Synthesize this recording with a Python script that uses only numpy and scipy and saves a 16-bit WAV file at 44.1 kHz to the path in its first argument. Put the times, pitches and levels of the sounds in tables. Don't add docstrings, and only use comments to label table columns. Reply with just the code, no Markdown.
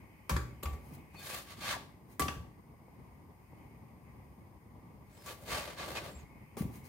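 import sys
import numpy as np
from scipy import signal
from scipy.fft import rfft, irfft, next_fast_len
from scipy.io import wavfile

SR = 44100
rng = np.random.default_rng(int(sys.argv[2]) if len(sys.argv) > 2 else 0)


def unload_wav(signal):
    wavfile.write(
        sys.argv[1],
        SR,
        np.round(np.clip(np.atleast_2d(signal).T, -1, 1) * 32767).astype(np.int16),
    )


N = 303445
TIME = np.arange(N) / SR


def amp(db):
    return 10 ** (np.asarray(db) / 20)


def unit(x):
    return x / np.sqrt(np.mean(x ** 2) + 1e-20)


def read(points, hz):
    f, value = np.transpose(points)
    return np.interp(np.log(hz + 1), np.log(f), value)


def add(track, s, sound):
    start = max(round(s * SR), 0)
    part = track[..., start:][..., :sound.shape[-1]]
    part += sound[..., :part.shape[-1]]


def colour(x, points, size=4096):
    hz = abs(np.fft.fftfreq(size, 1 / SR))
    log_gain = np.log(amp(read(points, hz)))
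    spectrum = np.exp(np.conj(signal.hilbert(log_gain)))
    taps = np.fft.ifft(spectrum).real[:size // 2]
    return signal.fftconvolve(x, taps / np.linalg.norm(taps))[:len(x)]


def split(x, low_hz, high_hz):
    low = signal.sosfilt(signal.butter(2, low_hz, fs=SR, output="sos"), x)
    middle = signal.sosfilt(signal.butter(2, [low_hz, high_hz], "band", fs=SR, output="sos"), x)
    high = signal.sosfilt(signal.butter(2, high_hz, "high", fs=SR, output="sos"), x)
    return low, -middle, high


def drift(hz):
    size = next_fast_len(N, real=True)
    softening = 1 + (np.fft.rfftfreq(size, 1 / SR) / hz) ** 4
    return unit(irfft(rfft(rng.standard_normal(size)) / softening, size)[:N])


def swell(peak, rise, fall, shape=2):
    u = np.where(TIME < peak, (peak - TIME) / rise, (TIME - peak) / fall)
    near, out = u < 10, np.zeros(N)
    out[near] = np.exp(-.5 * u[near] ** shape)
    return out


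def ring(modes, rise_cycles):
    t = np.arange(SR // 2) / SR
    sound = np.zeros(len(t))
    for hz, db, t60 in modes:
        onset = -np.expm1(-hz * t / rise_cycles)
        sound += amp(db - 60 * t / t60) * onset * np.sin(2 * np.pi * hz * t)
    return sound / np.linalg.norm(sound)


# (frequency [Hz], likeness [0-1])
LIKENESS = [(60, 0.9), (150, 0.91), (300, 0.67), (640, 0.58), (1400, 0.0051), (3100, 0), (7000, 0),
            (15000, 0.032)]


def pair(a, b):
    size = next_fast_len(len(a), real=True)
    same = np.clip(read(LIKENESS, np.fft.rfftfreq(size, 1 / SR)), -1, 1)
    mid = rfft(a, size) * np.sqrt((1 + same) / 2)
    side = rfft(b, size) * np.sqrt((1 - same) / 2)
    return irfft(np.array([mid + side, mid - side]), size)[:, :len(a)]


# (frequency [Hz], time to fall by 60 dB [s])
ROOM_DECAY = [(60, 0.22), (200, 0.88), (1000, 0.37), (4000, 0.41), (9000, 0.39), (16000, 0.43)]


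def tail():
    hz, t, z = signal.stft(rng.standard_normal(SR * 3 // 4), SR, nperseg=256)
    decay = amp(-60 * t / read(ROOM_DECAY, hz)[:, None])
    sound = signal.istft(z * decay, SR, nperseg=256)[1]
    sound *= np.minimum(np.arange(len(sound)) / SR / 0.0081, 1)
    return sound / np.linalg.norm(sound)


def kitchen(x, near_db, room_db, near_t60=0.035):
    room = pair(tail(), tail())
    t = np.arange(room.shape[1]) / SR
    near = pair(*rng.standard_normal((2, len(t))))
    near = near * amp(-60 * t / near_t60) * np.minimum(t / 0.00094, 1)
    paths = amp(room_db) * room + amp(near_db) * near / np.linalg.norm(near[0])
    paths[:, 0] += 1
    return signal.oaconvolve(x[None], paths / np.linalg.norm(paths[0]), axes=1)[:, :N]


ROAR_DB = -56.5
SING_EVEN_DB, SING_TILT = -71, 2.4
# (time of the peak [s], rise [dB], spread to each side [s])
FLARES = [(0.903, 4.5, 0.12), (1.725, 6.5, 0.085), (3.89, 1, 0.43), (4.918, 4, 0.084), (6.04, 4, 0.17),
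          (6.844, 3, 0.18)]
# (time [s], level [dB])
SINGING = [(0, -67.5), (1.05, -67), (2, -74.5), (2.7, -76.5), (3.05, -71.5), (3.28, -75.5), (3.62, -68.5),
           (3.95, -74.5), (4.1, -70), (4.65, -76.5), (5.7, -69.5), (6.88, -68)]
# (frequency [Hz], width [Hz], level [dB])
PORTS = [(1990, 140, 3), (2187, 70, 3), (2465, 160, -0.5), (3000, 170, -13)]
# (frequency [Hz], relative level [dB])
ROAR_COLOUR = [(20, -25), (36, -16), (60, 3), (130, 1), (230, -3), (400, -11.5), (560, -15.5), (660, -17),
               (830, -13), (1040, -13.5), (1200, -17.5), (1400, -44.5), (3000, -38), (16000, -64.5)]
# (frequency [Hz], relative level [dB])
JET_COLOUR = [(300, -7.5), (1500, 13.5), (2900, 4.5), (3800, -5.5), (5000, 6), (5900, -3), (6500, 4),
              (7600, -4), (8400, 2), (8900, 8.5), (9900, 0.5), (12500, 5.5), (13700, 7.5), (16000, -4)]


def burner(jet_db=-73.0, flutter_db=1.5, wander_db=-1.15, waver_db=2, jet_follows=0.26):
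    def noise(points):
        left_right = [colour(rng.standard_normal(N), points) for _ in range(2)]
        return unit(pair(*left_right))

    roar_db = ROAR_DB + wander_db * drift(4.2) + flutter_db * drift(25)
    for s, db, length in FLARES:
        roar_db += db * swell(s, length, length)

    sing_db = np.interp(TIME, *np.transpose(SINGING))
    tilt = SING_TILT * (sing_db - SING_EVEN_DB)
    hz = np.geomspace(500, 8000, 200)
    even_hz = PORTS[1][0]
    ports = np.zeros((2, N))
    for f, width, db in PORTS:
        resonance = np.c_[hz, -20 * np.log10(1 + ((hz - f) / width) ** 2)]
        level_db = db + tilt * np.log2(f / even_hz) + waver_db * drift(8.8)
        ports += amp(level_db) * noise(resonance)

    hiss_db = jet_db + jet_follows * (sing_db - sing_db.mean())
    return amp(roar_db) * noise(ROAR_COLOUR) + amp(sing_db) * unit(ports) + amp(hiss_db) * noise(JET_COLOUR)


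# (time [s], level [dB])
POPS = [(2.740, -59), (2.883, -53.5), (3.531, -52), (4.203, -56)]
# (frequency [Hz], relative level [dB])
POP_COLOUR = [(40, -32), (150, 3), (450, 1), (900, 1), (1400, -26), (3000, -40), (16000, -68)]


def pops(span=0.0038):
    track = np.zeros(N)
    for s, db in POPS:
        click = np.array([amp(db) * np.sqrt(span * SR)])
        add(track, s, click)
    return kitchen(colour(track, POP_COLOUR), near_db=-6, room_db=-8)


# (time of the peak [s], level [dB], spread to each side [s])
PUFFS = [(0.88, -63, 0.042), (0.943, -57.5, 0.012), (2.118, -62, 0.021), (3.502, -87, 0.29),
         (6.586, -43.5, 0.0079), (6.612, -48, 0.011), (6.753, -56.5, 0.027), (6.859, -57, 0.016)]
# (frequency [Hz], relative level [dB])
STEAM_COLOUR = [(500, -6), (2000, 7), (4500, -1.5), (7000, 0.5), (10000, 2), (16000, 3.5)]


def steam(fizz_db=3):
    flow = sum(amp(db) * np.exp(-.5 * ((TIME - s) / length) ** 2) for s, db, length in PUFFS)
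    fizz = unit(colour(rng.standard_normal(N) * amp(fizz_db * drift(610)), STEAM_COLOUR))
    return kitchen(flow * fizz, near_db=10.5, room_db=6.5)


# (time [s], level [dB], contact time [s], slap of trapped air relative to the thud [dB])
THUDS = [(0.307, -32, 0.0031, -15.5), (.337, -31, 0.0073, -13), (0.644, -35.5, 0.011, -33),
         (0.714, -42, 0.01, -20), (2.205, -38.5, 0.0042, -11), (2.284, -45.5, 0.0032, -2.5),
         (2.365, -45.5, 0.0055, -1), (6.148, -47.5, 0.0083, -17), (6.607, -44, 0.0032, 6.5),
         (6.623, -56.5, 0.00127, 4), (6.651, -46.5, 0.0034, 2)]
# (frequency [Hz], relative level [dB], time to fall by 60 dB [s])
GRATE = [(60.8, -14, 0.37), (73.8, 3, 0.23), (122.2, -14.5, 0.52), (153, -5.5, 0.19), (173.6, -5.5, 0.2),
         (216, -15, 0.12)]


def thuds(span=1 / 16):
    track, t = np.zeros(N), np.arange(SR // 20) / SR
    for s, db, contact, slap_db in THUDS:
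        u = t / contact
        push = np.sin(np.pi * np.minimum(u, 1)) ** 2
        thud = signal.fftconvolve(push, ring(GRATE, rise_cycles=1.17))
        thud /= np.linalg.norm(thud)
        slap = u ** 2 * np.exp(-2 * u) * np.sin(2 * np.tan(np.pi / 3) * u)
        add(thud, 0, amp(slap_db) * slap / np.linalg.norm(slap))
        add(track, s, amp(db) * np.sqrt(span * SR) * thud)
    return kitchen(track, near_db=-9, room_db=-7.5)


# (start [s], length [s], first pitch [Hz], last pitch [Hz], level [dB], roughness [0-1])
SQUEAKS = [(1.135, 0.11, 2475, 2490, -59.5, 0.07), (1.149, 0.092, 4400, 4550, -64, .06),
           (1.17, 0.063, 3560, 3580, -65, 0.05), (1.29, 0.073, 2500, 2514, -53, 0.04),
           (1.715, .065, 1020, 768, -45.5, 0.31), (1.72, 0.0396, 1748, 1450, -45.5, .25),
           (5.112, .11, 7740, 7630, -75.5, 0), (5.16, 0.12, 5220, 5120, -72, 0),
           (6.106, 0.039, 7800, 9200, -68, 0.1), (6.141, .045, 7400, 7770, -65, .02),
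           (6.178, 0.042, 7550, 6030, -69, 0.14)]
GLIDE_BEND = 1.47


def squeaks(waver_hz=400):
    track, wobble = np.zeros(N), drift(waver_hz)
    for s, length, first_hz, last_hz, db, rough in SQUEAKS:
        t = np.arange(0, length, 1 / SR)
        hz = first_hz + (last_hz - first_hz) * (t / length) ** GLIDE_BEND
        hz = hz * (1 + .5 * rough * np.interp(s + t, TIME, wobble))
        phase = 2 * np.pi * np.cumsum(hz) / SR
        tone = np.sin(phase) * signal.windows.tukey(len(t), .5)
        add(track, s, amp(db) * unit(tone))
    return kitchen(track, near_db=-3, room_db=-8.0)


# (frequency [Hz], relative level [dB], time to fall by 60 dB [s])
PAN = [(337.7, -7.5, 0.25), (429, -12, 0.16), (561, -10.5, 0.78), (788, -1.5, 0.22), (850, -8.5, 0.32),
       (1028, 8.5, 0.054), (1149, 9.5, 0.36), (1187, -3.5, 0.23), (1540, -19, 0.25), (1740, -21, 0.12),
       (2056, -3, 0.09), (2190, 1, 0.062), (2340, -13.5, 0.13), (4330, -18, 0.19)]


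def pan(x, damping=1 / 5):
    damped = [(hz, db, t60 * damping) for hz, db, t60 in PAN]
    return signal.oaconvolve(x, ring(damped, rise_cycles=1.0))[:N]


# (time [s], level [dB], chatter decay [s],
# treble relative to the middle [dB], low body relative to the middle [dB], pan ring relative to the blow [dB])
KNOCKS = [(0.2945, -30.5, .016, -5.5, 0, -11.5), (0.3642, -34, .0008, -12, -4.5, -16),
          (.628, -52, .008, 10, 12, 3.5), (0.6321, -38.5, 0.00067, 3.5, 4.5, -26),
          (0.6561, -42.5, 0.008, -20, -20, -1), (0.73, -49.5, 0.013, 3.5, 17, -24),
          (1.144, -53.5, .006, -16, -2, -16), (1.751, -49, 0.0033, -18, 16, -4),
          (2.1956, -30, 0.011, 5.5, 6, -1.5), (2.2192, -34.5, 0.0035, -7, -5.5, -25),
          (2.282, -35.5, 0.0027, -19, -15, -10), (5.2612, -48, 0.022, 15, -6, -3.5),
          (6.569, -38.5, 0.0091, 0, 17.5, -13)]
# (frequency [Hz], relative level [dB])
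KNOCK_COLOUR = [(60, -5), (200, -6.5), (400, -4), (700, -13.5), (1150, -6.5), (1400, -10.5), (2200, -10.5),
                (3200, -17.5), (6000, -16), (12000, -16), (16000, -21)]


def knocks(chatter_db=1, place_db=1, span=1 / 64):
    clacks, rings, t = np.zeros((2, N)), np.zeros(N), np.arange(SR // 6) / SR
    for s, db, decay, treble_db, body_db, ring_db in KNOCKS:
        force = rng.standard_normal(len(t)) * np.exp(-t / decay)
        force *= amp(chatter_db) / np.linalg.norm(force)
        force[0] += 1
        low, middle, high = split(colour(force, KNOCK_COLOUR), low_hz=610, high_hz=3350)
        blow = amp(body_db) * low + middle + amp(treble_db) * high
        size = amp(db) * np.sqrt(span * SR)
        blow = size * blow / np.linalg.norm(blow)
        add(clacks, s, kitchen(blow, near_db=9.5, room_db=6.5, near_t60=0.044))
        modes = [(hz, level + place_db * rng.standard_normal(), t60) for hz, level, t60 in PAN]
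        add(rings, s, size * amp(ring_db) * ring(modes, rise_cycles=0.42))
    return clacks + kitchen(rings, near_db=-11, room_db=-7)


# (frequency [Hz], level before wavering [dB], time to fall by 60 dB [s])
BLADE = [(1620, 9, 0.074), (2290, -1, .04), (2495, 5, 0.06), (3520, -8, 0.037), (4240, 2, 0.086),
         (4240, -15, .04), (5170, -14, .05)]


def blade(pressure, level_db=-11, catch_db=4, catch_hz=14):
    modes = np.zeros(N)
    for hz, db, t60 in BLADE:
        tone = ring([(hz, 0, t60)], rise_cycles=1)
        rubbed = signal.oaconvolve(rng.standard_normal(N), tone)[:N]
        modes += amp(db + catch_db * drift(catch_hz)) * rubbed
    return kitchen(amp(level_db) * pressure * unit(modes), near_db=-1, room_db=-8)


# (time of the hardest push [s], level of the middle [dB], rise [s], fall [s],
# treble relative to the middle [dB], low body relative to the middle [dB])
STROKES = [(1.25, -56, 0.031, 0.076, 2.5, -7), (1.345, -47, 0.081, 0.045, -2, -7),
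           (1.511, -52, .03, 0.024, -8.5, -18), (1.70, -36, 0.056, 0.03, -12.5, -39),
           (5.2, -70, .065, 0.095, 3, 5), (5.291, -50, 0.026, 0.027, -3, -2),
           (5.435, -73.5, 0.036, 0.018, 12, 16), (5.533, -38.5, 0.035, 0.056, -9, -4),
           (5.695, -51.5, 0.069, 0.034, -9, -1), (5.803, -42.5, 0.022, 0.035, -16.5, -5),
           (5.91, -51, 0.047, 0.045, -3, 5), (5.97, -41.5, 0.018, 0.017, -21, -6.5),
           (6.05, -53.5, 0.033, 0.044, -6, 3.5), (6.19, -67, 0.038, 0.032, -6, 1)]
# (frequency [Hz], relative level [dB])
SCRAPE_COLOUR = [(30, -32), (60, 0.5), (240, -9.5), (540, -4), (800, -7.5), (1250, -7.5), (1700, -4),
                 (2600, -7), (4200, -9), (6600, -16), (11800, -14.5), (15800, -18.5)]
PUSH_SHAPE = 2.13
TREBLE_FOLLOWS = .75


def scrapes(slips_per_s=900, spread_db=3.5, rub=0.44, ring_db=-13, count=4):
    power = np.zeros((3, N))
    for s, db, rise, fall, treble_db, body_db in STROKES:
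        push = swell(s, rise, fall, PUSH_SHAPE)
        levels = [amp(db + body_db) * push, amp(db) * push, amp(db + treble_db) * push ** TREBLE_FOLLOWS]
        power += np.array(levels) ** 2
    body, pressure, treble = np.sqrt(power / count)
    rasp, total_force = np.zeros((2, N)), np.zeros(N)
    for _ in range(count):
        strength = amp(spread_db * np.minimum(rng.exponential(1, N), 4.5))
        happens = rng.random(N) < slips_per_s / SR
        slips = rng.standard_normal(N) * strength * happens
        force = unit(colour(unit(slips) + rub * rng.standard_normal(N), SCRAPE_COLOUR))
        low, middle, high = map(unit, split(force, low_hz=744, high_hz=6670))
        rasp += kitchen(body * low + pressure * middle + treble * high, near_db=7.5, room_db=1)
        total_force += pressure * force
    pan_ring = amp(ring_db) * kitchen(pan(total_force), near_db=0.0, room_db=-6)
    return rasp + blade(np.sqrt(power[1])) + pan_ring


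def scene():
    return burner() + pops() + steam() + thuds() + squeaks() + knocks() + scrapes()


# (frequency [Hz], left minus right [dB])
LEAN = [(60, 1), (200, 3), (380, -5), (700, 4.5), (1290, 2.5), (2400, 0), (5000, 1), (15000, 2.5)]
EDGE_HZ = 15900


def record(dry, low_cut_hz=42):
    lean_db = read(LEAN, np.fft.rfftfreq(N, 1 / SR))
    heard = irfft(rfft(dry) * amp(np.array([lean_db, -lean_db]) / 2), N)
    heard = signal.sosfilt(signal.butter(2, low_cut_hz, "high", fs=SR, output="sos"), heard)
    lowpass = signal.firwin(511, EDGE_HZ, window=("kaiser", 9), fs=SR)
    return signal.oaconvolve(heard, lowpass[None], "same")


dry = scene()
out = record(dry)
unload_wav(out)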